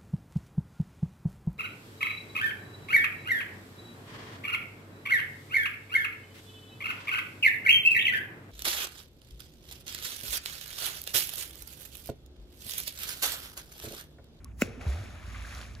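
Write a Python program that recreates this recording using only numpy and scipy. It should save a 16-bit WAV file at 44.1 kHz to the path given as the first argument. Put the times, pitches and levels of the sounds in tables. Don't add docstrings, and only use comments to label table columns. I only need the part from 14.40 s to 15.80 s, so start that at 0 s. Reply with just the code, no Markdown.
import sys
import numpy as np
from scipy import signal
from scipy.fft import rfft, irfft
from scipy.io import wavfile

SR = 44100
rng = np.random.default_rng(int(sys.argv[2]) if len(sys.argv) > 2 else 0)


def waveform_to_disk(signal):
    frames = np.transpose(np.atleast_2d(signal))
    scaled = np.clip(frames, -1, 1) * 32767
    samples = np.round(scaled).astype(np.int16)
    wavfile.write(sys.argv[1], SR, samples)


N = 61739

SLAP_S = .22065


def undb(db):
    return 10 ** (np.asarray(db) / 20)


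def unit(x):
    return x / np.sqrt(np.mean(x ** 2))


def seconds():
    return np.arange(N) / SR


def bins_hz():
    return np.arange(N + 1) * SR / (2 * N)


def curve(table, axis=1):
    rows = np.array(table)
    return np.interp(seconds(), rows[:, 0], rows[:, axis])


def by_hz(points):
    rows = np.array(points)
    return np.interp(np.log(bins_hz() + 1), np.log(rows[:, 0]), rows[:, 1])


def shape(x, response):
    return irfft(rfft(x, 2 * N) * response)[:N]


def colour(x, points):
    cepstrum = irfft(np.log(undb(by_hz(points))))
    cepstrum[1:N] *= 2
    cepstrum[N + 1:] = 0
    return shape(x, np.exp(rfft(cepstrum)))


def add(out, start_s, sound):
    i = max(int(start_s * SR), 0)
    out[i:i + len(sound)] += sound[:max(N - i, 0)]


def grains(rate_per_s, low_hz, high_hz, cycles, spread_db, glide=0.063):
    out = np.zeros(N)
    own = np.random.default_rng(rng.integers(1 << 30))
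    for when, pitch, size, length in own.random((int(rate_per_s * N / SR), 4)):
        hz = low_hz * (high_hz / low_hz) ** pitch
        life_s = cycles * (.5 + length) / hz
        age = np.arange(int(2 * life_s * SR) + 2) / SR
        turns = hz * age * (1 + glide * age / life_s / 2)
        ring = np.sin(2 * np.pi * turns) * np.exp(-np.pi * age / life_s)
        loudness = undb(-spread_db * np.log(1 - .985 * size))
        add(out, when * N / SR, ring * hz * loudness)
    return unit(out)


# (frequency [Hz], level [dB])
AIR_COLOUR = [(31, -25.5), (42, 0), (90, 4), (140, -8), (250, -11), (500, -25.5), (1000, -32.5),
              (2200, -44.5), (3500, -51.5), (8000, -43.5), (16000, -56.5)]
# (time [s], level [dB])
RUMBLE_LEVEL = [(0, -49), (.75, -50.5), (.88, -44), (1.4, -45.5)]
AIR_DB = -47.5
RUMBLE_HZ, RUMBLE_WIDTH_HZ = 58, 2.9
RUMBLE_WAVER_DB, RUMBLE_WAVER_HZ = 2.5, 9


def waver():
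    return unit(shape(rng.standard_normal(N), np.exp(-(bins_hz() / RUMBLE_WAVER_HZ) ** 2)))


def background():
    air = undb(AIR_DB) * unit(colour(rng.standard_normal(N), AIR_COLOUR))
    turns = np.cumsum(RUMBLE_HZ + RUMBLE_WIDTH_HZ * waver()) / SR
    rumble = unit(np.sin(2 * np.pi * turns) * undb(RUMBLE_WAVER_DB * waver()))
    return air + rumble * undb(curve(RUMBLE_LEVEL))


# (time [s], splashing level [dB], fine spray level [dB])
SHOWER_LEVELS = [(.225, -53.5, -47), (.30, -56, -65), (.402, -59.5, -69.5), (.412, -49, -57),
                 (.445, -50.5, -62), (.485, -50, -51.5), (.56, -50.5, -56.5), (.66, -53.5, -59),
                 (.81, -54.5, -64), (.88, -53, -58.5), (.96, -49.5, -57), (1.06, -51, -56),
                 (1.15, -48.5, -52), (1.225, -49.5, -53.5), (1.28, -57, -59.5), (1.335, -60, -64),
                 (1.4, -61, -66)]
# (time [s], level [dB])
CHURN_LEVEL = [(.23, -44.5), (.28, -52.5), (.37, -55.5), (.46, -46.5), (.55, -49.5), (.82, -58.5),
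               (1.2, -59.5), (1.4, -68)]
# (frequency [Hz], level [dB])
GURGLE_COLOUR = [(110, -0.5), (240, 3), (400, -6.5), (600, 0), (900, -9.5)]
SPLASH_COLOUR = [(300, -30), (600, -3.5), (850, -7), (1250, 0), (1800, -1), (2400, -1), (3200, -10),
                 (5000, -12.5)]
SPRAY_COLOUR = [(1500, -30), (3400, 0), (5000, -3), (7200, -1), (11500, -6.5), (15500, -17.5)]
BUBBLES_PER_S, BUBBLE_SPREAD_DB, BUBBLE_CYCLES = 600, 2.5, 6.4
DROPS_PER_S, DROP_SPREAD_DB, DROP_CYCLES = 3500, 1.5, 8.3
FINE_PER_S, FINE_SPREAD_DB, FINE_CYCLES = 4000, 2, 1.6
SURGE_S, SURGE_END_S, SURGE_RELEASE_S, SURGE_DB = .408, 0.57, 0.054, -55
SURGE_LOW_HZ, SURGE_TOP_HZ = 510, 794
LAP_DB, LAP_END_S, LAP_FADE_S = -67.5, 0.12, 0.01
THROW_RISE_S = 0.0054


def falling_water():
    t = seconds()
    bubbles = grains(BUBBLES_PER_S, 110.7, 874.0, BUBBLE_CYCLES, BUBBLE_SPREAD_DB)
    gurgle = unit(colour(bubbles, GURGLE_COLOUR))
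    drops = unit(colour(grains(DROPS_PER_S, 575.0, 4000, DROP_CYCLES, DROP_SPREAD_DB), SPLASH_COLOUR))
    spray = unit(colour(grains(FINE_PER_S, 2540, 17000, FINE_CYCLES, FINE_SPREAD_DB), SPRAY_COLOUR))
    surge = grains(BUBBLES_PER_S, SURGE_LOW_HZ, SURGE_TOP_HZ, BUBBLE_CYCLES, BUBBLE_SPREAD_DB)

    surge_release = np.exp(-np.maximum(t - SURGE_END_S, 0) / SURGE_RELEASE_S)
    rush_gain = undb(SURGE_DB) * (t > SURGE_S) * surge_release
    lap_gain = undb(LAP_DB) * np.exp(-np.maximum(t - LAP_END_S, 0) / LAP_FADE_S)
    thrown = np.clip((t - SLAP_S) / THROW_RISE_S, 0, 1)

    shower = gurgle * undb(curve(CHURN_LEVEL))
    shower += drops * undb(curve(SHOWER_LEVELS))
    shower += spray * undb(curve(SHOWER_LEVELS, axis=2))
    return lap_gain * drops + rush_gain * surge + thrown * shower


# (time [s], level [dB], pitch [Hz], spatter decay [s])
TICK_EVENTS = [(0.0454, -37.5, 8030, 0.0015), (.412, -42.5, 1290, 0.0056), (1.15, -38, 5700, 0.00077),
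               (1.214, -37, 3390, 0.001), (1.2318, -38.5, 2930, 0.00069), (1.3515, -43, 4630, 0.0016)]
TICK_TAIL_DB = -0.5


def ticks():
    out, age = np.zeros(N), seconds()
    click = unit(signal.unit_impulse(N))
    for start_s, db, hz, decay_s in TICK_EVENTS:
        spatter = unit(rng.standard_normal(N) * np.exp(-age / decay_s))
        band = [(hz / 3, -20), (hz, 0), (hz * 4, -38)]
        tick = unit(colour(click + undb(TICK_TAIL_DB) * spatter, band))
        add(out, start_s, undb(db) * tick * np.sqrt(np.mean(np.exp(-2 * age / decay_s))))
    return out


# (time [s], peak level [dB], pitch [Hz], decay [s])
PLINK_EVENTS = [(0.054, -52, 1120, 0.008), (0.242, -38, 92, 0.016), (.279, -45, 452, 0.011),
                (.284, -40, 227, 0.0099), (0.299, -41.5, 142, 0.014), (0.375, -40.5, 245, 0.016),
                (.947, -42, 2000, 0.0038), (.957, -46, 1176, 0.0047), (1.049, -40, 1650, 0.00374),
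                (1.363, -51, 1670, 0.0054)]


def plinks():
    out, age = np.zeros(N), seconds()
    for start_s, db, hz, decay_s in PLINK_EVENTS:
        swell = age / decay_s * 2 * np.exp(1 - 2 * age / decay_s)
        add(out, start_s, undb(db) * np.sin(2 * np.pi * hz * age) * swell)
    return out


# (time [s], pitch [Hz], level [dB])
CAVITY_PATH = [(.4645, 125, -30), (.469, 100.4, -22), (.478, 77.8, -22.5), (.497, 62.2, -24),
               (.52, 67.4, -27), (.557, 79, -31), (.583, 88.8, -33.5), (.612, 108.7, -32.5),
               (.63, 95.6, -40), (.70, 85.2, -53)]


def cavity():
    sounding = seconds() > CAVITY_PATH[0][0]
    turns = np.cumsum(curve(CAVITY_PATH) * sounding) / SR
    return -np.sin(2 * np.pi * turns) * undb(curve(CAVITY_PATH, axis=2))


# (frequency [Hz], level [dB])
FAR_COLOUR = [(100, -3), (250, -3.5), (420, 11), (900, -23.5), (2200, -2.5), (6000, 0.5), (14000, -51)]
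# (frequency [Hz], level [dB])
NEAR_COLOUR = [(200, -8), (1200, 3.5), (2500, 4.5)]
FAR_DB, FAR_T60_S, NEAR_DB, NEAR_T60_S = -17, 1, -14, 0.081


def echo_tail(t60_s):
    return unit(rng.standard_normal(N) * np.exp(-np.log(1000) * seconds() / t60_s)) / np.sqrt(N)


def woods(x):
    near = shape(undb(NEAR_DB) * echo_tail(NEAR_T60_S), undb(by_hz(NEAR_COLOUR)))
    far = colour(undb(FAR_DB) * echo_tail(FAR_T60_S), FAR_COLOUR)
    return signal.fftconvolve(x, near + far)[:N]


# (frequency [Hz], level [dB])
LEAD_IN_COLOUR = [(200, -15), (2000, -0.5), (3500, -9.5), (7000, -4.5)]
LEAD_IN_DB, LEAD_IN_RISE_S = -33.5, 0.012


def lead_in():
    lead = SLAP_S - seconds()
    swell = np.exp(-np.abs(lead) / LEAD_IN_RISE_S) * (lead > 0)
    return undb(LEAD_IN_DB) * unit(colour(rng.standard_normal(N), LEAD_IN_COLOUR)) * swell


# (frequency [Hz], level [dB])
CRACK_COLOUR = [(900, -8.5), (1500, 2), (2200, 8), (3400, -8.5), (4900, -9), (5800, 2.5), (6400, -11),
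                (7300, 4), (10000, -10.5), (16000, -3.5)]
CRACK_DB, CRACK_RISE_S, CRACK_FALL_S = -22, 0.0025, 0.0008


def crack():
    since = seconds() - SLAP_S
    burst = np.exp(-np.maximum(-since / CRACK_RISE_S, since / CRACK_FALL_S))
    noise = unit(colour(burst * rng.standard_normal(N), CRACK_COLOUR))
    return undb(CRACK_DB) * noise * np.sqrt(np.mean(burst ** 2))


# (pitch [Hz], level [dB], Gaussian decay [s])
SNAP_POCKETS = [(1520, -23.5, 0.0019), (2144, -15.5, 0.002), (2575, -21.5, 0.0017), (5830, -29, 0.0011),
                (7250, -30, 0.0011)]
SNAP_RISE_S = 0.00036


def snap():
    since = seconds() - SLAP_S
    out = np.zeros(N)
    for hz, db, decay_s in SNAP_POCKETS:
        width_s = np.where(since < 0, SNAP_RISE_S, decay_s)
        out -= undb(db) * np.sin(2 * np.pi * hz * since) * np.exp(-(since / width_s) ** 2)
    return out


THUMP_S, THUMP_HZ, THUMP_START_HZ, THUMP_SETTLE_S = .22112, 208, 570, .00118
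THUMP_DB, THUMP_ATTACK_S, THUMP_LENGTH_S, THUMP_TOP_HZ = -16.5, 0.00046, 0.01, 705
OVERTONE_HZ, OVERTONE_DB, OVERTONE_DECAY_S = 521, -24, 0.0037


def thump():
    since = seconds() - THUMP_S
    before, age = np.minimum(since, 0), np.maximum(since, 0)
    glide_turns = (THUMP_START_HZ - THUMP_HZ) * THUMP_SETTLE_S * (1 - np.exp(-age / THUMP_SETTLE_S))
    turns = THUMP_START_HZ * before + THUMP_HZ * age + glide_turns
    tone = undb(THUMP_DB) * np.sin(2 * np.pi * turns) * np.exp(-(age / THUMP_LENGTH_S) ** 3)
    overtone = undb(OVERTONE_DB) * np.sin(2 * np.pi * OVERTONE_HZ * since)
    overtone *= np.exp(-age / OVERTONE_DECAY_S)
    attack = np.exp(-(before / THUMP_ATTACK_S) ** 2)
    low_pass = 1 / (1 + (bins_hz() / THUMP_TOP_HZ) ** 16)
    return shape((tone + overtone) * attack, low_pass)


def slap():
    return crack() + snap() + thump()


# (frequency [Hz], left lead [rad])
PHASE_LEAD = [(1000, 0), (2100, 0.95), (3000, 1.36), (4100, -0.17), (4700, 1.03), (5500, 1.2), (7000, -0.7),
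              (8200, -3), (9000, -2.5), (10400, -6.5), (11600, -5), (12600, -9), (15000, -8.5)]
# (frequency [Hz], left minus right [dB])
BALANCE = [(60, -1), (1500, 0), (2400, 4.5), (3500, -1), (5000, -3.5), (8000, -0.5)]
# (frequency [Hz], level [dB])
UNRELATED_SHARE = [(60, -17), (250, -7), (600, -5.5), (1500, -7.5), (3200, -7.5), (6000, -4), (10000, -53)]


def stereo(common, scattered):
    side = shape(scattered, undb(by_hz(UNRELATED_SHARE)))
    half = np.exp(.5j * by_hz(PHASE_LEAD)) * undb(by_hz(BALANCE) / 2)
    return np.array([shape(common + side, half), shape(common - side, 1 / half)])


def scene():
    hit = slap()
    spread = [background() + falling_water() + woods(hit) + lead_in() for _ in range(2)]
    direct = ticks() + plinks() + cavity() + hit
    return stereo(direct + spread[0], spread[1])


TOP_HZ = 16000


def record(dry):
    return signal.sosfilt(signal.ellip(8, .2, 70, TOP_HZ, fs=SR, output="sos"), dry)


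dry = scene()
out = record(dry)
waveform_to_disk(out)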